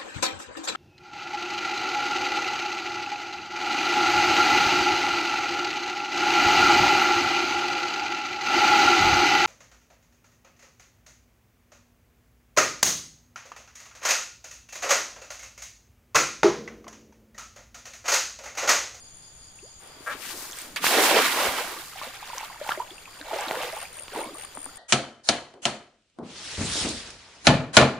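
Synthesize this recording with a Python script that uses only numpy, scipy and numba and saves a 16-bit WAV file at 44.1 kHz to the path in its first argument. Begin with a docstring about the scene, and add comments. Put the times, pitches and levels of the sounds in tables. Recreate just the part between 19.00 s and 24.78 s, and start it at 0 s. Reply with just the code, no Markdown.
"""Insects chirr over a quiet forest floor; a plop and a mud bubble sound from the pond, both as single sines.
At 0.79 s the scene cuts, with a 37 ms crossfade, from a view across the pond to one beside the thrower.
A wet cast net is swung, a sole creaks in stick-slip clicks, the net flies and slaps down over a low rumble.
A hose dragged through the water then sloshes. Water is clouds of ringing bubbles under a hiss of spray noise.
The banks scatter the pond's sounds, foliage the cricket's swept chirps; choirs and hush are shaped noise."""
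import sys
import numpy as np
from scipy import signal
from scipy.fft import rfft, irfft
from scipy.io import wavfile
from numba import njit

SR = 44100
rng = np.random.default_rng(int(sys.argv[2]) if len(sys.argv) > 2 else 0)


def store_pcm(level_fs):
    """Save levels as 16-bit WAV."""
    pcm = np.round(np.clip(level_fs, -1, 1) * 32767).astype(np.int16)
    wavfile.write(sys.argv[1], SR, np.atleast_2d(pcm).T)


N = 254898

VIEW_CUT_S, CROSSFADE_S = .79, .037   # from across the pond to beside the thrower

# Forest hush. Each row: frequency in Hz, dB per Hz across the pond, dB per Hz at the thrower.
AIR = [(20, -77, -76), (50, -78.5, -83), (123, -81.5, -83), (228, -90, -88.5), (610, -91.5, -83.5),
       (1500, -94, -86), (3160, -97.5, -92), (5840, -101, -99), (8200, -101, -100), (10200, -105, -101),
       (12000, -109, -103), (16000, -112, -108)]
# How alike the hush is in both ears. 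Each row: frequency in Hz, left-right likeness (1 = the same).
AIR_LIKENESS = [(30, .995), (150, 0.97), (300, 0.62), (900, 0.47), (15000, 0.072)]
# Far insect choirs. Each row: pitch in Hz, width of each of two band-passes in Hz, level in dB across
# the pond, level in dB at the thrower, L-R in dB, throbs per second, throb depth in dB.
CHOIRS = [(3350, 460, -65.5, -61, 0, 11, -2.5), (4720, 510, -59.5, -59, 2, 4.6, 4.5),
          (6726, 105, -56, -63.5, 7, 83, 1.5), (7010, 510, -56, -59.5, -0.5, 45, -0.5),
          (8990, 370, -61, -62.5, 2, 48, 3)]
# Near cricket, bouts of even chirps. Each row: first start in seconds, bout end in seconds, chirp length
# in seconds, first and last level in dB before panning, pitch in Hz, pitch climb as a share, swell in dB.
CRICKET_BOUTS = [(-.066, .7, .14, -50, -52, 9250, .01, -3), (.792, 1.7, .085, -46, -50, 9030, .015, 1.5),
                 (3.9, 4.6, .1, -45, -43, 8750, .015, 7), (4.72, 5.8, .11, -33.5, -29.5, 8920, .022, 7)]
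CHIRP_PERIOD_S, STROKES_PER_S, STROKE_S = .207, 76, .008
STROKE_SWEEP_HZ, STROKE_JITTER_DB = -650, 2.0
CRICKET_PAN_DB, CRICKET_LAG = 8, 2   # the cricket sits left: L-R dB, samples later on the right
LEAF_TAIL_S, LEAF_TAIL_DB = .3, -8   # foliage scatters each chirp into a haze

# Single bubbles and drips. Each row: start in seconds, level in dB before onset and panning, pitch in Hz.
PLOPS = [(0.589, -37.5, 2550), (2.958, -31.5, 724), (3.069, -31.5, 510), (3.3, -27, 970),
         (3.332, -23.5, 903), (3.376, -26, 990), (3.409, -26, 860), (3.43, -24.5, 850), (3.499, -30, 1005),
         (3.559, -33, 880), (3.613, -21.5, 570), (3.6635, -25, 810), (3.708, -16, 1290),
         (3.717, -13.5, 1577), (3.774, -24, 588), (3.775, -31, 354), (3.801, -15.5, 920),
         (3.819, -26.5, 935), (3.9062, -28, 3260), (3.981, -31.5, 2600), (4.056, -30, 2420),
         (4.077, -34.5, 1036), (4.208, -37.5, 284), (4.267, -36, 905), (4.283, -28, 890), (4.311, -20, 820),
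         (4.331, -17, 634), (4.359, -20, 546), (4.389, -21, 800), (4.569, -23, 480), (4.57, -38, 266),
         (4.604, -24, 570), (4.632, -25, 777), (4.645, -25.5, 500), (4.729, -24.5, 622),
         (4.766, -24.5, 810), (4.853, -28, 2320), (5.1589, -20, 910), (5.12, -36, 404), (5.17, -22.5, 427),
         (5.245, -28.5, 960), (5.255, -37, 304), (5.303, -35.5, 392), (5.349, -33, 1100),
         (5.413, -32, 2760), (5.575, -38, 273), (5.664, -40, 271), (5.69, -35, 1300)]
# Small bubbles ring a few cycles longer.
PLOP_CYCLES, PLOP_CYCLES_AT_HZ, PLOP_CYCLES_POWER, PLOP_GLIDE = 33, 800, .15, .15
# A big bubble climbing out of the mud. Each row: start in seconds, level in dB before onset, pitch in Hz,
# cycles to -60 dB, glide (the pitch shifts by twice this share over the ring).
MUD_BUBBLE = [(0.624, -39, 306, 50.5, 2.2)]
# Rise time constants as a share of the ring
PLOP_ONSET, BUBBLE_ONSET, SLAP_ONSET = .025, .05, .016
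PORT_LAG_S, LONE_LAG_SHARE = .000065, .15   # lag spread between the ports; lone drops fall nearly in front

# Bubble sizes, deepest first. Each row: pitch spread in octaves, cycles to -60 dB before breakup, glide,
# bubbles per second when quiet before breakup, size spread in dB, trim in dB.
HEAVE = (0.364, 26.3, 0.52, 74, 2.7, 2.1)
GULP = (0.4816, 40.8, 0.36, 200, 2, 1.58)
PATTER = (0.639, 24.6, 0.27, 1500, 1.16, 1.4)
SNAP = (0.6, 4, -1.6, 120, -23, -11)   # single droplets bursting out of the spray
HEAVE_HZ, PATTER_HZ, SNAP_HZ = 301, 2239, 10000
GULP_HZ, GULP_SINK_OCT_PER_DB = 754.4, .37   # the more the gulps lead the patter, the deeper they are
BUSIER_PER_DB, QUIET_DB = 1.33, -51   # louder water also makes more bubbles
# How the water breaks up: the flying mesh swishes drily, sloshes drip singly.
# Each row: time in seconds, crowding in dB, share of the ring length kept.
BREAKUP = [(.8, 11, .35), (1.75, 11, .35), (1.77, 1.5, .8), (2.6, 1.5, .8), (2.95, -8.5, .85),
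           (5.78, -8.5, .85)]
LUMP_DB, LUMP_HZ = 1.7, 14   # water arrives in lumps: rms swell, fastest swell
WATER_LOW_HZ = 147

# The wet net wound up and flying. Each row: time in seconds, gulps, patter and spray in dB before lumps
# and trims, L-R in dB.
SWING = [(.8, -64, -64, -68, 6), (.92, -64.5, -67, -72, 8), (1.0, -54, -64.5, -74, 17),
         (1.055, -63, -59.5, -63, 12), (1.13, -47, -44.5, -59, 9), (1.17, -52.5, -53, -64, 15),
         (1.199, -53.5, -54.5, -57, 10), (1.225, -53, -42, -49, 11), (1.251, -50.5, -40, -48, 2.5),
         (1.31, -49.5, -44, -46, 4), (1.35, -50.5, -51.5, -48.5, 1), (1.42, -50.5, -49.5, -45.5, 0.5),
         (1.55, -53.5, -52, -51.5, -3), (1.6, -51.5, -46.5, -48, -2), (1.756, -52, -58, -59.5, -2)]
# The net landing, first sinker to last ripple. Each row: time in seconds, gulps, patter and spray in dB
# before lumps and trims.
LANDING = [(1.76, -48.5, -27.5, -41), (1.802, -39.5, -45.5, -56), (1.846, -47.5, -28, -33),
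           (1.877, -27.5, -26.5, -29.5), (1.98, -19.5, -21, -33), (2.036, -26, -26, -29),
           (2.166, -20.5, -22, -35.5), (2.235, -28.5, -25.5, -34.5), (2.333, -32, -31, -37),
           (2.43, -27, -27, -36.5), (2.708, -41, -40.5, -47), (2.899, -53.5, -51.5, -52),
           (3.3, -89, -69, -95)]
# Sloshes of the hose. Each row: peak in seconds, hold in seconds, rise in dB per second, fall in dB per
# second, gulp pitch in Hz, heave, gulps, patter and spray in dB before lumps and trims.
SLOSHES = [(3.021, 0.059, 100, 88, 803, -55, -46, -43, -54),
           (3.375, 0.068, 39.5, 80, 990, -72, -47, -43.5, -54.5),
           (3.692, 0.03, 161, 254, 1010, -54, -37, -39, -49),
           (3.796, 0.028, 200, 252.5, 890, -62, -47.5, -55.5, -61),
           (4.063, .01, 198, 104, 1050, -72, -57, -65, -69),
           (4.331, .17, 125.5, 95, 689, -49, -37, -39, -54),
           (4.521, 0.0078, 148, 150, 733, -49, -36, -46, -48.5),
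           (4.636, 0.011, 98, 71, 693, -66, -40, -38, -49.5),
           (4.78, .02, 62, 53, 806, -67, -49, -49.5, -57.5),
           (5.159, 0.028, 255, 116, 698, -42, -36.5, -40, -54),
           (5.284, 0.0091, 100, 154, 890, -60, -49, -64, -79),
           (5.412, .01, 84, 152, 784, -74, -58.5, -49.5, -61)]
# Trickle under the sloshes. One row: heave, gulps, patter and spray in dB before lumps and trims.
TRICKLE_DB = (-74, -63, -59, -64.5)
SWING_HEAVE_DB, LANDING_HEAVE_DB = -5, -12.5   # heave against the gulps
LANDING_PAN_DB, SLOSH_PAN_DB = -4.5, -2.5   # L-R

# Colour of the spray. Each row: frequency in Hz, relative level in dB per Hz.
SPRAY_COLOUR = [(2500, -19), (4000, -1.5), (6500, -2), (10000, -3), (16000, -5.5)]
# How alike the spray is in both ears. Each row: frequency in Hz, left-right likeness.
SPRAY_LIKENESS = [(3000, 0.37), (15000, 0.038)]
SPRAY_LEFT_DB, SPRAY_TRIM_DB = 3.5, 7.5   # further left than the patter; level trim
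SPRAY_GRAIN_DB, SPRAY_GRAIN_HZ, GRAIN_PER_CROWD_DB = 1, 298, .22
# One low thump. Each row: time in seconds, level in dB.
THUMP = [(2.46, -80), (2.49, -42), (2.54, -70), (2.6, -93)]
# Low rumble swelling with the gulps: level at the loudest gulps, share of their swing, top of the band
RUMBLE_DB, RUMBLE_FOLLOWS, RUMBLE_HZ = -61, .61, 113

# A wet sole creaks as the thrower turns. Each row: time in seconds, slip level in dB.
CREAK = [(1.063, -12), (1.072, -0.5), (1.125, -5.5), (1.15, -22)]
# How the sole rings. Each row: pitch in Hz, width of each of two band-passes in Hz, level in dB.
CREAK_MODES = [(593, 240, 4.5), (1327, 340, 11.5), (1584, 260, 11), (2200, 220, -1), (8000, 9400, -20)]
CREAK_SLIPS_PER_S, CREAK_JITTER, CREAK_SLIPS = 200, .25, 24
# Single drops spitting dry and bright. Each row: start in seconds, level in dB before onset.
SPITS = [(1.3758, -33), (1.5883, -32), (3.6406, -37), (3.7194, -36), (4.2911, -43), (4.4044, -36),
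         (4.4894, -41), (4.5176, -35), (4.5794, -34), (4.6334, -27), (5.3926, -43)]
SPIT_HZ, SPIT_CYCLES, SPIT_GLIDE = 13500, 24, -.22
# Sinkers and drops ticking. Each row: start in seconds, level in dB before onset and panning, pitch in Hz.
TICKS = [(1.378, -24, 6200), (1.5124, -25, 5920), (1.523, -21, 6540), (1.556, -31, 5560),
         (1.5715, -24, 9300), (1.5883, -17.5, 8230), (1.6184, -19.5, 8560), (1.762, -18, 4570),
         (3.382, -14, 5960), (3.64, -30, 4440), (3.72, -28, 4000), (4.386, -23, 5270), (4.4094, -18, 7600),
         (4.7257, -25, 4790), (5.387, -35, 8980)]
TICK_CYCLES = 22
# Flat slaps on the surface. Each row: start in seconds, level in dB before onset and panning, pitch in Hz,
# cycles to -60 dB (a negative count stays silent), bright edge against the slap in dB.
SLAPS = [(1.531, -28, 3600, 45, -20), (1.7612, -20, 2500, -2, -6), (1.8425, -3.5, 1200, 5.5, -12),
         (1.8672, -1, 2130, 6, -8), (3.015, -21, 1080, 9, -17), (3.6917, -12, 950, 15.5, -2.5),
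         (3.7207, -11.5, 1440, 13, -3), (4.213, -28.5, 1760, 32, 2), (4.227, -31, 1620, 16, -12),
         (4.483, -20, 4270, 44, -15), (4.511, -12, 880, 8.5, 0.5), (4.555, -15.5, 1910, 8, -12),
         (4.617, -22, 3130, 39, -17), (4.634, -14.5, 2130, 6, -3), (4.988, -28.5, 2900, 20, -5),
         (5.082, -29, 1300, 5, 9), (5.15, -24, 1500, 4, 0), (5.191, -19.5, 600, 12, -10),
         (5.573, -18.5, 1090, 5.5, -25), (5.662, -22, 1060, 5.5, -25)]
SLAP_GLIDE, EDGE_RATIO = -.34, 2.43   # the cavity opens, so the pitch sinks; edge pitch against slap pitch

BANK_TAIL_S, BANK_DB, BANK_HZ = .21, -9.5, 3670   # scatter off the pond's banks
CUTOFF_HZ = 16200


def from_db(db):
    """Decibels to gain."""
    return 10 ** (np.asarray(db) / 20)


def rms_one(x):
    """Scale to unit rms."""
    return x / np.sqrt(np.mean(x ** 2) + 1e-20)


def sides(pan_db):
    """Left and right gains of an L-R level difference."""
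    return from_db(np.multiply.outer([.5, -.5], pan_db))


def filtered(x, order, hz, kind="low", rate=SR):
    """Butterworth filter."""
    return signal.sosfilt(signal.butter(order, hz, kind, fs=rate, output="sos"), x)


def resonance(x, hz, width_hz):
    """Two-pole band-pass, gain near 1 on top."""
    r = np.exp(-np.pi * width_hz / SR)
    feedback = [1, -2 * r * np.cos(2 * np.pi * hz / SR), r * r]
    return signal.lfilter([(1 - r * r) / 2, 0, (r * r - 1) / 2], feedback, x)


def coloured(hz, db, alike):
    """Stereo noise of a given spectrum (dB per Hz) and left-right likeness."""
    log_hz = np.log(np.maximum(np.fft.rfftfreq(N, 1 / SR), 1))
    gain = from_db(np.interp(log_hz, np.log(hz), db)) * np.sqrt(SR / 4)
    mid, side = rfft(rng.standard_normal((2, N))) * gain
    alike_hz, share = np.transpose(alike)
    alike = np.clip(np.interp(log_hz, np.log(alike_hz), share), -1, 1)
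    return irfft(np.sqrt(1 + alike) * mid + np.sqrt(1 - alike) * side * [[1], [-1]], N)


def scatter(x, t60, db):
    """A mono sound smeared into a stereo haze by many small reflectors."""
    tail = rng.standard_normal((2, 16000)) * from_db(-60 * np.arange(16000) / SR / t60)
    tail *= from_db(db) / np.sqrt(np.sum(tail ** 2) / 2)
    return signal.fftconvolve(x[None], tail, axes=1)[:, :N]


@njit
def add(out, s, hz, cycles, glide, onset, left, right, lag):
    """Each bubble is a dying sine; a positive glide climbs, as when it nears the surface."""
    for k in range(len(s)):
        life = cycles[k] / hz[k] * SR   # samples to -60 dB
        first, skew = int(s[k] * SR), np.pi * hz[k] * lag[k]
        fade, swell, dying, filling = np.exp(-6.9 / life), np.exp(-1 / (onset * life)), 1., 1.
        for i in range(min(int(.7 * life), out.shape[1] - first)):
            phase = 2 * np.pi * hz[k] * i / SR * (1 + glide[k] * i / life)
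            out[0, first + i] += left[k] * dying * (1 - filling) * np.sin(phase + skew)
            out[1, first + i] += right[k] * dying * (1 - filling) * np.sin(phase - skew)
            dying, filling = dying * fade, filling * swell


def bubbles(s, peak, hz, cycles, glide, pan_db, onset, lag_share=LONE_LAG_SHARE):
    """Stereo sum of single bubbles, each with its own arrival lag between the ports."""
    out, one = np.zeros((2, N)), np.ones(len(s))
    lag = lag_share * PORT_LAG_S * rng.standard_normal(len(s))
    left, right = peak * sides(pan_db * one)
    add(out, s, np.clip(hz * one, 80, 17000), cycles * one, glide * one, onset, left, right, lag)
    return out


def air(near):
    """Forest hush as noise, most alike in both ports in the bass."""
    hz, far_db, near_db = np.transpose(AIR)
    far_hush = coloured(hz, far_db, AIR_LIKENESS)
    near_hush = coloured(hz, near_db, AIR_LIKENESS)
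    return (1 - near) * far_hush + near * near_hush


def choirs(near):
    """Many far callers blur into throbbing bands of noise."""
    out, t = 0, np.arange(N) / SR
    for hz, width, far_db, near_db, pan, per_s, throb_db in CHOIRS:
        noise = rng.standard_normal((2, N))
        band = rms_one(resonance(resonance(noise, hz, width), hz, width))
        wander = np.cumsum(rng.standard_normal(N)) * .62 * np.sqrt(per_s / SR)   # uneven throbbing
        throb = throb_db * np.sin(2 * np.pi * per_s * t + wander)
        out = out + band * from_db(far_db + (near_db - far_db) * near + throb) * sides([pan])
    return out


def cricket():
    """Each chirp is a row of swept wing strokes that change in level and climb a little in pitch."""
    out, t = np.zeros(N), np.arange(N) / SR
    for first, end, length, first_db, last_db, hz, climb, swell_db in CRICKET_BOUTS:
        for start in np.arange(first, end, CHIRP_PERIOD_S):
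            at = (t >= start) & (t < start + length)
            age = t[at] - start
            db = np.interp(start, [first, end], [first_db, last_db])
            through = np.clip((age % (1 / STROKES_PER_S)) / STROKE_S, 0, 1)   # share of the stroke
            pitch = hz * (1 + climb * (age / length - .7)) + STROKE_SWEEP_HZ * (through - .5)
            uneven_db = STROKE_JITTER_DB * rng.standard_normal(32)[(age * STROKES_PER_S).astype(int)]
            level = from_db(db + uneven_db + swell_db * (age / length - 1))
            stroke = np.sin(np.pi * through) ** 2
            out[at] += level * stroke * np.sin(2 * np.pi * np.cumsum(pitch) / SR)
    direct = [out, np.roll(out, CRICKET_LAG)] * sides([CRICKET_PAN_DB])
    return direct + scatter(out, LEAF_TAIL_S, LEAF_TAIL_DB)


def plops(at, pan):
    """Lone bubbles and drips ring as dying sines that climb a little."""
    s, db, hz = np.transpose(PLOPS)
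    cycles = PLOP_CYCLES * (hz / PLOP_CYCLES_AT_HZ) ** PLOP_CYCLES_POWER
    return bubbles(s, from_db(db), hz, cycles, PLOP_GLIDE, .22 * np.interp(s, at, pan), PLOP_ONSET)


def mud_bubble():
    """A big bubble climbs out of the mud, its pitch rising far."""
    s, db, hz, cycles, glide = np.transpose(MUD_BUBBLE)
    return bubbles(s, from_db(db), hz, cycles, glide, 0, BUBBLE_ONSET)


def lumps():
    """Slow random swell of the water in dB, one value a millisecond."""
    noise = rng.standard_normal(N * 1000 // SR + 2)
    return LUMP_DB * rms_one(filtered(noise, 2, LUMP_HZ, rate=1000))


def churn(at):
    """Swing, landing, trickle and sloshes add in power: four levels in dB, gulp pitch and direction."""
    stirs = []   # (levels in dB, gulp pitch, L-R dB)
    for rows, heave_db, pan_db in (SWING, SWING_HEAVE_DB, None), (LANDING, LANDING_HEAVE_DB, LANDING_PAN_DB):
        s, *columns = np.transpose(rows)
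        gulp, patter, hiss = (np.interp(at, s, c, left=-120, right=-120) for c in columns[:3])
        hz = GULP_HZ * 2 ** (-GULP_SINK_OCT_PER_DB * (gulp - patter))
        pan = pan_db or np.interp(at, s, columns[-1])
        stirs.append(([gulp + heave_db, gulp, patter, hiss], hz, pan))
    landed = at > LANDING[0][0]
    stirs.append((np.where(landed, np.c_[list(TRICKLE_DB)], -120), GULP_HZ, 0))
    for peak, hold, rise, fall, hz, *db in SLOSHES:
        before, after = np.maximum(peak - at, 0), np.maximum(at - peak - hold, 0)
        stirs.append((np.c_[db] - rise * before - fall * after, hz, SLOSH_PAN_DB))
    power = sum(from_db(db) ** 2 for db, *_ in stirs)
    # The gulps weigh the pitch, the patter weighs the direction.
    hz = sum(from_db(db[1]) ** 2 * hz for db, hz, _ in stirs) / power[1]
    pan = sum(from_db(db[2]) ** 2 * pan_db for db, _, pan_db in stirs) / power[2]
    return *(10 * np.log10(power)), hz, pan


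def cloud(kind, rows_s, level_db, centre_hz, pan_db, count):
    """Random bubbles of one size class; their number and size follow the level."""
    octaves, cycles, glide, quiet_per_s, spread_db, trim_db = kind
    s = rng.uniform(VIEW_CUT_S, N / SR, count)
    luck, tone, size = rng.random(count), rng.standard_normal(count), rng.exponential(1, count)
    db = np.interp(s, rows_s, level_db)
    most = count / (N / SR - VIEW_CUT_S)   # bubbles per second if all are born
    when, crowd_db, ring = np.transpose(BREAKUP)
    cycles = cycles * np.interp(s, when, ring)
    busier_db = BUSIER_PER_DB * (db - QUIET_DB) + np.interp(s, when, crowd_db)
    per_s = np.minimum(quiet_per_s * from_db(busier_db), most)
    born = luck < per_s / most
    hz = np.interp(s, rows_s, centre_hz) * 2 ** (octaves * tone)
    energy = cycles / hz / (8 * np.log(1000))   # of a unit ring, in s
    sizes = rms_one(from_db(spread_db * np.minimum(size, 4)))
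    peak = sizes * from_db(db + trim_db) / np.sqrt(per_s * energy)
    pan = np.interp(s, rows_s, pan_db)
    return bubbles(s, peak * born, hz, cycles * born + 1e-3, glide, pan, BUBBLE_ONSET, .86)


def spray(rows_s, level_db, pan_db):
    """Countless droplets merge into a hiss with a fine grain."""
    t = np.arange(N) / SR
    hiss = rms_one(coloured(*np.transpose(SPRAY_COLOUR), SPRAY_LIKENESS))
    grain = rms_one(filtered(rng.standard_normal(N), 2, SPRAY_GRAIN_HZ))
    when, crowd_db, _ = np.transpose(BREAKUP)
    grain_db = SPRAY_GRAIN_DB - GRAIN_PER_CROWD_DB * np.interp(t, when, crowd_db)   # sparse drops: grainier
    level = np.interp(t, rows_s, level_db) + SPRAY_TRIM_DB + grain_db * grain
    return hiss * from_db(level) * sides(np.interp(t, rows_s, pan_db) + SPRAY_LEFT_DB)


def rumble(at, gulp_db):
    """Low rumble of band-passed noise, swelling with the gulps, with one thump."""
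    t = np.arange(N) / SR
    below_loudest = np.interp(t, at, gulp_db) - gulp_db.max()
    swell = from_db(RUMBLE_DB + RUMBLE_FOLLOWS * below_loudest)
    thump = from_db(np.interp(t, *np.transpose(THUMP), -120, -120))
    return (swell + thump) * rms_one(filtered(rng.standard_normal(N), 2, [25, RUMBLE_HZ], "band"))


def creak():
    """Uneven stick-slip clicks ring the rubber sole."""
    gaps = (1 + CREAK_JITTER * rng.uniform(-1.3, 1, CREAK_SLIPS)) / CREAK_SLIPS_PER_S
    at = CREAK[0][0] + np.cumsum(gaps) - gaps[0]
    slip_db = np.interp(at, *np.transpose(CREAK), right=-120) + rng.normal(0, .97, CREAK_SLIPS)
    slips = np.zeros(N) + 1e-18
    slips[(at * SR).astype(int)] = from_db(slip_db)
    rung = 0
    for hz, width, db in CREAK_MODES:
        rung = rung + from_db(db) * resonance(resonance(slips, hz, width), hz, width)
    return rung * sides([1.5])


def spits():
    """Single drops spit as short, very high, sinking rings."""
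    s, db = np.transpose(SPITS)
    return bubbles(s, from_db(db), SPIT_HZ, SPIT_CYCLES, SPIT_GLIDE, 0, SLAP_ONSET)


def ticks(at, pan):
    """Sinkers and drops tick as short rings of steady pitch."""
    s, db, hz = np.transpose(TICKS)
    return bubbles(s, from_db(db), hz, TICK_CYCLES, 0, np.interp(s, at, pan), SLAP_ONSET)


def slaps(at, pan):
    """Each flat slap is a ring sinking as its cavity opens, with a brighter edge above its pitch."""
    out = 0
    s, db, hz, cycles, edge_db = np.transpose(SLAPS)
    slap_pan = .23 * np.interp(s, at, pan)
    for ratio, more_db in (1, 0), (EDGE_RATIO, edge_db):
        out = out + bubbles(s, -from_db(db + more_db), ratio * hz, cycles, SLAP_GLIDE, slap_pan, SLAP_ONSET)
    return out


def water():
    """Clouds of heave, gulps, patter and snaps, the single drops and slaps, spray and rumble."""
    lump_db = lumps()
    at = np.arange(len(lump_db)) / 1000
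    heave_db, gulp_db, patter_db, spray_db, gulp_hz, pan = churn(at)
    # Gulps and patter swell together, the spray half as much.
    gulp_db, patter_db = gulp_db + lump_db, patter_db + lump_db
    spray_db = np.where(at < VIEW_CUT_S, -120, spray_db + .5 * lump_db)
    out = plops(at, pan) + mud_bubble()
    out += cloud(HEAVE, at, heave_db, HEAVE_HZ + 0 * at, 0 * pan, count=1500)
    out += cloud(GULP, at, gulp_db, gulp_hz, .1 * pan, count=6000)
    out += cloud(PATTER, at, patter_db, PATTER_HZ + 0 * at, pan, count=40000)
    out += cloud(SNAP, at, spray_db, SNAP_HZ + 0 * at, pan, count=4000)
    out += spits() + ticks(at, pan) + slaps(at, pan)
    out = filtered(out, 4, WATER_LOW_HZ, "high")   # bubbles radiate no deep bass
    return out + spray(at, spray_db, pan) + rumble(at, gulp_db)


def banks(x):
    """Dull scatter off the pond's banks; the bass passes them by."""
    dull = filtered(x.mean(axis=0), 2, [600, BANK_HZ], "band")
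    return scatter(dull, BANK_TAIL_S, BANK_DB)


def scene():
    """Everything at the microphone; the cut between the views crossfades the hush and the choirs."""
    near = np.clip((np.arange(N) / SR - VIEW_CUT_S) / CROSSFADE_S, 0, 1)
    pond = water() + creak()
    return air(near) + choirs(near) + cricket() + pond + banks(pond)


def record(dry):
    """The top is cut steeply, by 70 dB from the cutoff up."""
    return signal.sosfilt(signal.cheby2(16, 70, CUTOFF_HZ, fs=SR, output="sos"), dry)


dry = scene()
out = record(dry)
store_pcm(out)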